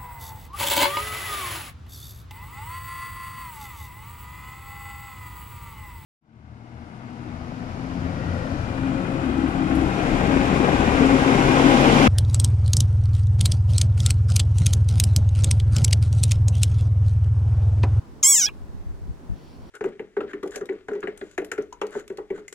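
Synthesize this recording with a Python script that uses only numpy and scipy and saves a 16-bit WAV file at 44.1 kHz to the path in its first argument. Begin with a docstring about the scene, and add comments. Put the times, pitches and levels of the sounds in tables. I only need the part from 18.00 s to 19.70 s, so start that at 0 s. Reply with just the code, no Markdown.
"""Small frog squeaking on sand

A small frog on sand squeaks once, close to a camera's two microphone ports: a clean high pulse train glides
up and down while the mouth opens and shuts, its resonance sweeping over the overtones. The sand and stones
close by scatter its treble. Light wind buffets and thumps the ports, over distant open-air rumble and hiss,
all made of shaped noise and short low swings; late on, something rustles faintly in a band of noise."""
import sys
import numpy as np
from scipy import signal
from scipy.fft import rfft, irfft, next_fast_len
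from scipy.io import wavfile
from scipy.ndimage import uniform_filter1d, map_coordinates

SR = 44100
rng = np.random.default_rng(int(sys.argv[2]) if len(sys.argv) > 2 else 0)


def unload_wav(signal):
    """Save mono or channel-first audio to the path in sys.argv[1] as 16-bit WAV at rate SR, clipped to [-1, 1]."""
    wavfile.write(
        sys.argv[1],
        SR,
        np.round(np.clip(np.atleast_2d(signal).T, -1, 1) * 32767).astype(np.int16),
    )


def gain_from_decibels(decibels):
    """Convert decibel values to linear amplitude factors."""
    exponent = np.asarray(decibels, float) / 20
    return 10 ** exponent


N = 74970  # samples, 1.7 s


def unit(x):
    """Scale to rms 1."""
    return x / np.sqrt(np.mean(x ** 2) + 1e-20)


def along(points, hz):
    """Columns of (frequency [Hz], ..) rows read on a log frequency axis."""
    f, *columns = np.transpose(points)
    return [np.interp(np.log(hz + 1), np.log(f + 1), column) for column in columns]


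def curves(rows):
    """One value per sample for each column after the time."""
    s, *columns = np.transpose(rows)
    return [np.interp(np.arange(N) / SR, s, column) for column in columns]


def wobble(rate):
    """A smooth random curve, rate knots a second (at most SR / 10)."""
    knots = rng.standard_normal(N // 8)
    return map_coordinates(knots, [np.arange(N) * min(rate / SR, .1)])


def filtered(x, response):
    """x with its spectrum times a response of frequency."""
    m = next_fast_len(N + SR // 4)
    hz = np.fft.rfftfreq(m, 1 / SR)
    return irfft(rfft(x, m) * response(hz), m)[..., :N]


def rush(spectrum, alike, patchy_db):
    """Stereo noise of rms 1 in patches of random gain; mid and side are mixed for the likeness of the ports."""
    z = signal.stft(rng.standard_normal((2, N)), nperseg=512)[2]
    field = uniform_filter1d(rng.standard_normal(z.shape[1:]), size=6, axis=0)
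    field = uniform_filter1d(field, size=14, axis=1)
    pair = signal.istft(z * gain_from_decibels(patchy_db * unit(field)), nperseg=512)[1][:, :N]

    def mid_side_gains(hz):
        angle = np.arccos(np.clip(along(alike, hz)[0], -1, 1)) / 2
        return gain_from_decibels(along(spectrum, hz)[0]) * [np.cos(angle), np.sin(angle)]

    mid, side = filtered(pair, mid_side_gains)
    return unit(np.array([mid + side, mid - side]))


# distant open air, from the third row up: (frequency [Hz], relative level [dB per Hz])
AIR_SPECTRUM = [(71, -30), (120, -1.5), (157, -6.5), (289, -7.5), (617, -18), (1070, -20.5), (1160, -25),
                (1260, -24), (2750, -35.5), (5990, -39.5), (16000, -50.5)]
# how alike the air is at both ports: (frequency [Hz], left-right likeness [-1 to 1])
AIR_LIKENESS = [(150, 0.97), (290, .75), (640, 0.17), (1400, 0.077), (3100, .15), (15000, 0.008)]


def distant_air():
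    """Far-off rumble and hiss: steady noise, alike at both ports only in the bass."""
    low_end = [(15, -30), (30, -13.5), (120, -10)]  # (frequency [Hz], relative level [dB per Hz])
    level_db = -47 + 0.45 * wobble(4)
    return gain_from_decibels(level_db) * rush(low_end + list(AIR_SPECTRUM)[2:], AIR_LIKENESS, patchy_db=1)


# the rustle's swell, before a slight flutter: (time [s], level [dB])
RUSTLE_LEVEL = [(1.3, -100), (1.345, -75), (1.37, -66), (1.45, -63.5), (1.53, -64), (1.6, -71),
                (1.7, -67.5)]
# its colour: (frequency [Hz], relative level [dB per Hz])
RUSTLE_COLOUR = [(1200, -59.5), (1800, -5), (3200, 1.5), (3800, -3.5), (4500, 3.5), (5000, -4), (5500, 2),
                 (5800, -0.5), (6050, -27.5), (7000, -80)]


def rustle():
    """A faint late rustle: fluttering band of noise, much alike at both ports."""
    level_db = curves(RUSTLE_LEVEL)[0] + wobble(40)
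    return gain_from_decibels(level_db) * rush(RUSTLE_COLOUR, [(3000, 0.81)], patchy_db=1.5)


# rise and fall of the wind: (time [s], strength 10 dB below the buffeting at each port [dB])
WIND_STRENGTH = [(0.0, -55), (0.142, -59), (0.416, -61.5), (0.572, -50), (0.738, -47.5), (0.828, -50.5),
                 (0.96, -48), (1.102, -47), (1.23, -56), (1.576, -53), (1.7, -51)]
# spectrum of the buffeting: (frequency [Hz], relative level [dB per Hz])
BUFFET_SPECTRUM = [(15, -0.5), (30, -0.5), (70, 5.5), (110, -2.5), (160, -18), (250, -28.5), (400, -72)]


def buffeting():
    """Wind turbulence at the ports: lumpy low noise, practically unrelated left and right."""
    lumps_db = 2.5 * np.array([wobble(24), wobble(17)])
    level_db = curves(WIND_STRENGTH)[0] + 10 + lumps_db
    return gain_from_decibels(level_db) * rush(BUFFET_SPECTRUM, [(30, 0.0046)], patchy_db=2)


# single pushes of wind: (time [s], level of the main swing [dB], its frequency [Hz], port hit [0 left, 1 right])
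WIND_THUMPS = [(0.488, -29.5, 70, 1), (0.644, -33, 70, 0), (.7, -29.5, 55.1, 1), (0.75, -23.5, 90, 1),
               (.871, -21.5, 70, 0), (0.901, -27, 59.4, 0), (1.082, -24.5, 80.5, 0),
               (1.096, -19.5, 88.7, 0), (1.112, -23, 65.6, 0), (1.302, -16, 85, 0), (1.321, -17.5, 69.2, 0),
               (1.338, -23, 70.2, 0), (1.358, -31, 70, 0)]


def thumps():
    """Pushes of air on one port: a brief low swing under a bell envelope, with an overtone at 2.5 times."""
    width_cycles, overtone_share = .55, 0.28
    t = np.arange(N) / SR
    ports = np.zeros((2, N))
    for s, db, hz, port in WIND_THUMPS:
        cycles = (t - s) * hz
        envelope = gain_from_decibels(db) * np.exp(-(cycles / width_cycles) ** 2)
        swing = np.sin(2 * np.pi * cycles + rng.uniform(-0.6, .5))
        ports[int(port > .5)] += envelope * (swing + overtone_share * np.sin(5 * np.pi * cycles))
    return ports


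def wind():
    """Buffeting and thumps; the stereo widening subtracts a share of each port from the other."""
    ports = buffeting() + thumps()
    return ports - .55 * ports[::-1]


def ground_scatter(x):
    """Sand and stones close by throw back the treble as a short decaying tail, different at each port."""
    level_db, t60_s, from_hz = -18, .035, 4500
    t = np.arange(SR // 20) / SR
    tail = rng.standard_normal((2, len(t))) * gain_from_decibels(-60 * t / t60_s) * (t > .001)
    wet = signal.fftconvolve(x, tail / np.linalg.norm(tail[0]), axes=1)[:, :N]
    return gain_from_decibels(level_db) * filtered(wet, lambda hz: 1 / (1 + (from_hz / (hz + 1)) ** 4))


# glide of the vocal pulses, before smoothing and jitter: (time [s], pitch [Hz])
VOCAL_PITCH = [(.228, 1420), (.232, 1215), (.236, 1105), (.241, 1053), (.248, 1039), (.26, 1058),
               (.28, 1108), (.295, 1127), (.307, 1128), (.32, 1116), (.335, 1088), (.355, 1019), (.38, 900),
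               (.405, 821), (.425, 747), (.44, 722), (.45, 720), (.46, 779), (.47, 843), (.486, 828),
               (.489, 1290), (.51, 1300)]


def vocal_pitch():
    """Pulse rate of the voice in Hz, its corners rounded over 2 ms, with a slight jitter."""
    glide = uniform_filter1d(curves(VOCAL_PITCH)[0], size=90)
    return glide * (1 + .0015 * wobble(300))


# the call: (time [s], effort [dB], mouth resonance [Hz], its boost [dB], level of the treble above it [dB])
SQUEAK = [(.224, -130, 6500, 13, -11.5), (.2272, -59.5, 6555, 4, -10), (.229, -35.5, 6500, 12.5, -10),
          (.231, -30.5, 6420, 12.5, -8), (.237, -32.5, 6500, 18, -5.5), (.241, -32.5, 7000, 17.5, -2.5),
          (.247, -31.5, 7350, 17.5, -5.5), (.28, -34, 8010, 21.5, -0.5), (.32, -33.5, 7500, 19.5, 2.5),
          (.35, -37.5, 7510, 23, -1), (.39, -37.5, 6830, 18, -5), (.42, -37, 6130, 11.5, -8.5),
          (.44, -37, 5800, 12, -13), (.45, -40, 5630, 18.5, -10), (.459, -40, 5280, 17, -14),
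          (.467, -35.5, 4850, 11.5, -19), (.472, -38, 3490, 8, -20.5), (.478, -37.5, 3320, 0.5, -25.5),
          (.485, -38.5, 3280, 2.5, -29), (.489, -41, 2534, 7, -26.5), (.499, -43, 2715, 3.5, -39),
          (.505, -62, 2660, 13, -24), (.514, -64.5, 2720, 0, -29.5), (.522, -130, 2700, 3, -24)]
# hoarseness, before it grows with frequency: (time [s], share of noise [0-1])
HOARSENESS = [(.229, .15), (.236, .04), (.27, .018), (.32, .012), (.35, .05), (.4, .08), (.445, .07),
              (.465, .04), (.485, .05), (.49, .65), (.5, .9)]
# fixed colour of throat and body: (frequency [Hz], gain [dB])
BODY_COLOUR = [(700, -17), (1050, -7), (1500, -2), (2300, -1), (3300, 1), (3850, 0), (4200, -10),
               (4550, -18), (5000, 2), (5600, 6), (7500, 2), (9500, -3), (12000, -3), (15500, -4)]
# the two ports hear the frog differently: (frequency [Hz], left over right [dB], left leads by [rad])
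PORT_DIFFERENCE = [(780.5, -1, -1.6), (1300, -.6, 0.075), (2017, 2.5, 0.24), (2366, -7.5, -0.76),
                   (2800, 1.8, -1.1), (3600, 3, 0.96), (4060, 13, .5), (4720, 8.5, -2), (4444, -17.5, 0.82),
                   (5600, -3, -0.034), (6865, 2, 1), (7100, 3, -.6), (7600, -.5, -.4), (8020, -5, -0.77),
                   (8400, -1.5, -0.98), (9500, -9.5, 0.97), (10100, 5.5, 1), (11190, -4, 0.94),
                   (12200, 2, 0)]


def frog():
    """Overtones of one pulse train, weighted by body, moving mouth and port; hoarseness smears them into noise."""
    mouth_q, open_hz, sharpens = 8.9, 7500, 1.3  # the resonance sharpens as the mouth closes and it falls
    skirt, treble_from = 1.105, 1.3  # steepness; treble edge as a multiple of the resonance
    shimmer_db, shimmer_rate = 1.3, 110  # rate in knots a second
    rough_from_hz, rough_grows = 3900, 1.2  # high overtones smear more
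    rasp_db, rasp_rate = -2.5, 700  # rasp passes the body uncoloured; rate in knots a second
    top_hz = 15780

    pitch = vocal_pitch()
    effort_db, mouth, boost_db, treble_db = curves(SQUEAK)
    rough, = curves(HOARSENESS)
    phase = 2 * np.pi * np.cumsum(pitch) / SR
    width = mouth / mouth_q * np.clip(mouth / open_hz, .6, 1) ** sharpens  # Hz
    side = np.array([[.5], [-.5]])  # half of each port difference to the left, half to the right
    voice = np.zeros((2, N))
    for k in range(1, 23):
        f = k * pitch
        resonance = 1j * f * width / (mouth ** 2 - f ** 2 + 1j * f * width)
        ring = gain_from_decibels(boost_db) * resonance ** skirt
        above = gain_from_decibels(treble_db / (1 + (treble_from * mouth / f) ** 8))
        body_db = along(BODY_COLOUR, f)[0] + shimmer_db * wobble(shimmer_rate)
        gain = gain_from_decibels(body_db) * (above + ring)

        share = np.clip(rough * (1 + (f / rough_from_hz) ** rough_grows), 0, 1)
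        noise = share * np.sqrt(.5) * (wobble(rasp_rate) + 1j * wobble(rasp_rate))
        rasp = gain_from_decibels(rasp_db) * above * np.clip(f / rough_from_hz, 0, 1)
        colour = gain * np.sqrt(1 - share ** 2) + noise * (gain + rasp)
        overtone = colour * (f < top_hz) * np.exp(1j * k * phase)

        pan_db, lead = along(PORT_DIFFERENCE, f)
        voice += np.real(overtone * gain_from_decibels(side * pan_db) * np.exp(1j * side * lead))
    return voice * np.sqrt(2) * gain_from_decibels(effort_db)


def scene():
    """Distant air, rustle and wind around the close frog and its scatter off the ground."""
    surroundings = distant_air() + rustle() + wind()
    call = frog()
    return surroundings + call + ground_scatter(call)


def roll_off(x):
    """The treble ends steeply here."""
    return signal.sosfilt(signal.butter(12, 16840, fs=SR, output="sos"), x)


def record(dry):
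    """Gentle gain control: takes a share off the level, averaged over both ports, above a threshold."""
    threshold_db, share, window_s = -24.5, 0.19, .03
    power = uniform_filter1d(np.mean(dry ** 2, 0), size=round(window_s * SR))
    level_db = 10 * np.log10(np.abs(power) + 1e-12)
    mix = dry * gain_from_decibels(-share * np.maximum(level_db - threshold_db, 0))
    return roll_off(mix)


dry = scene()
out = record(dry)
unload_wav(out)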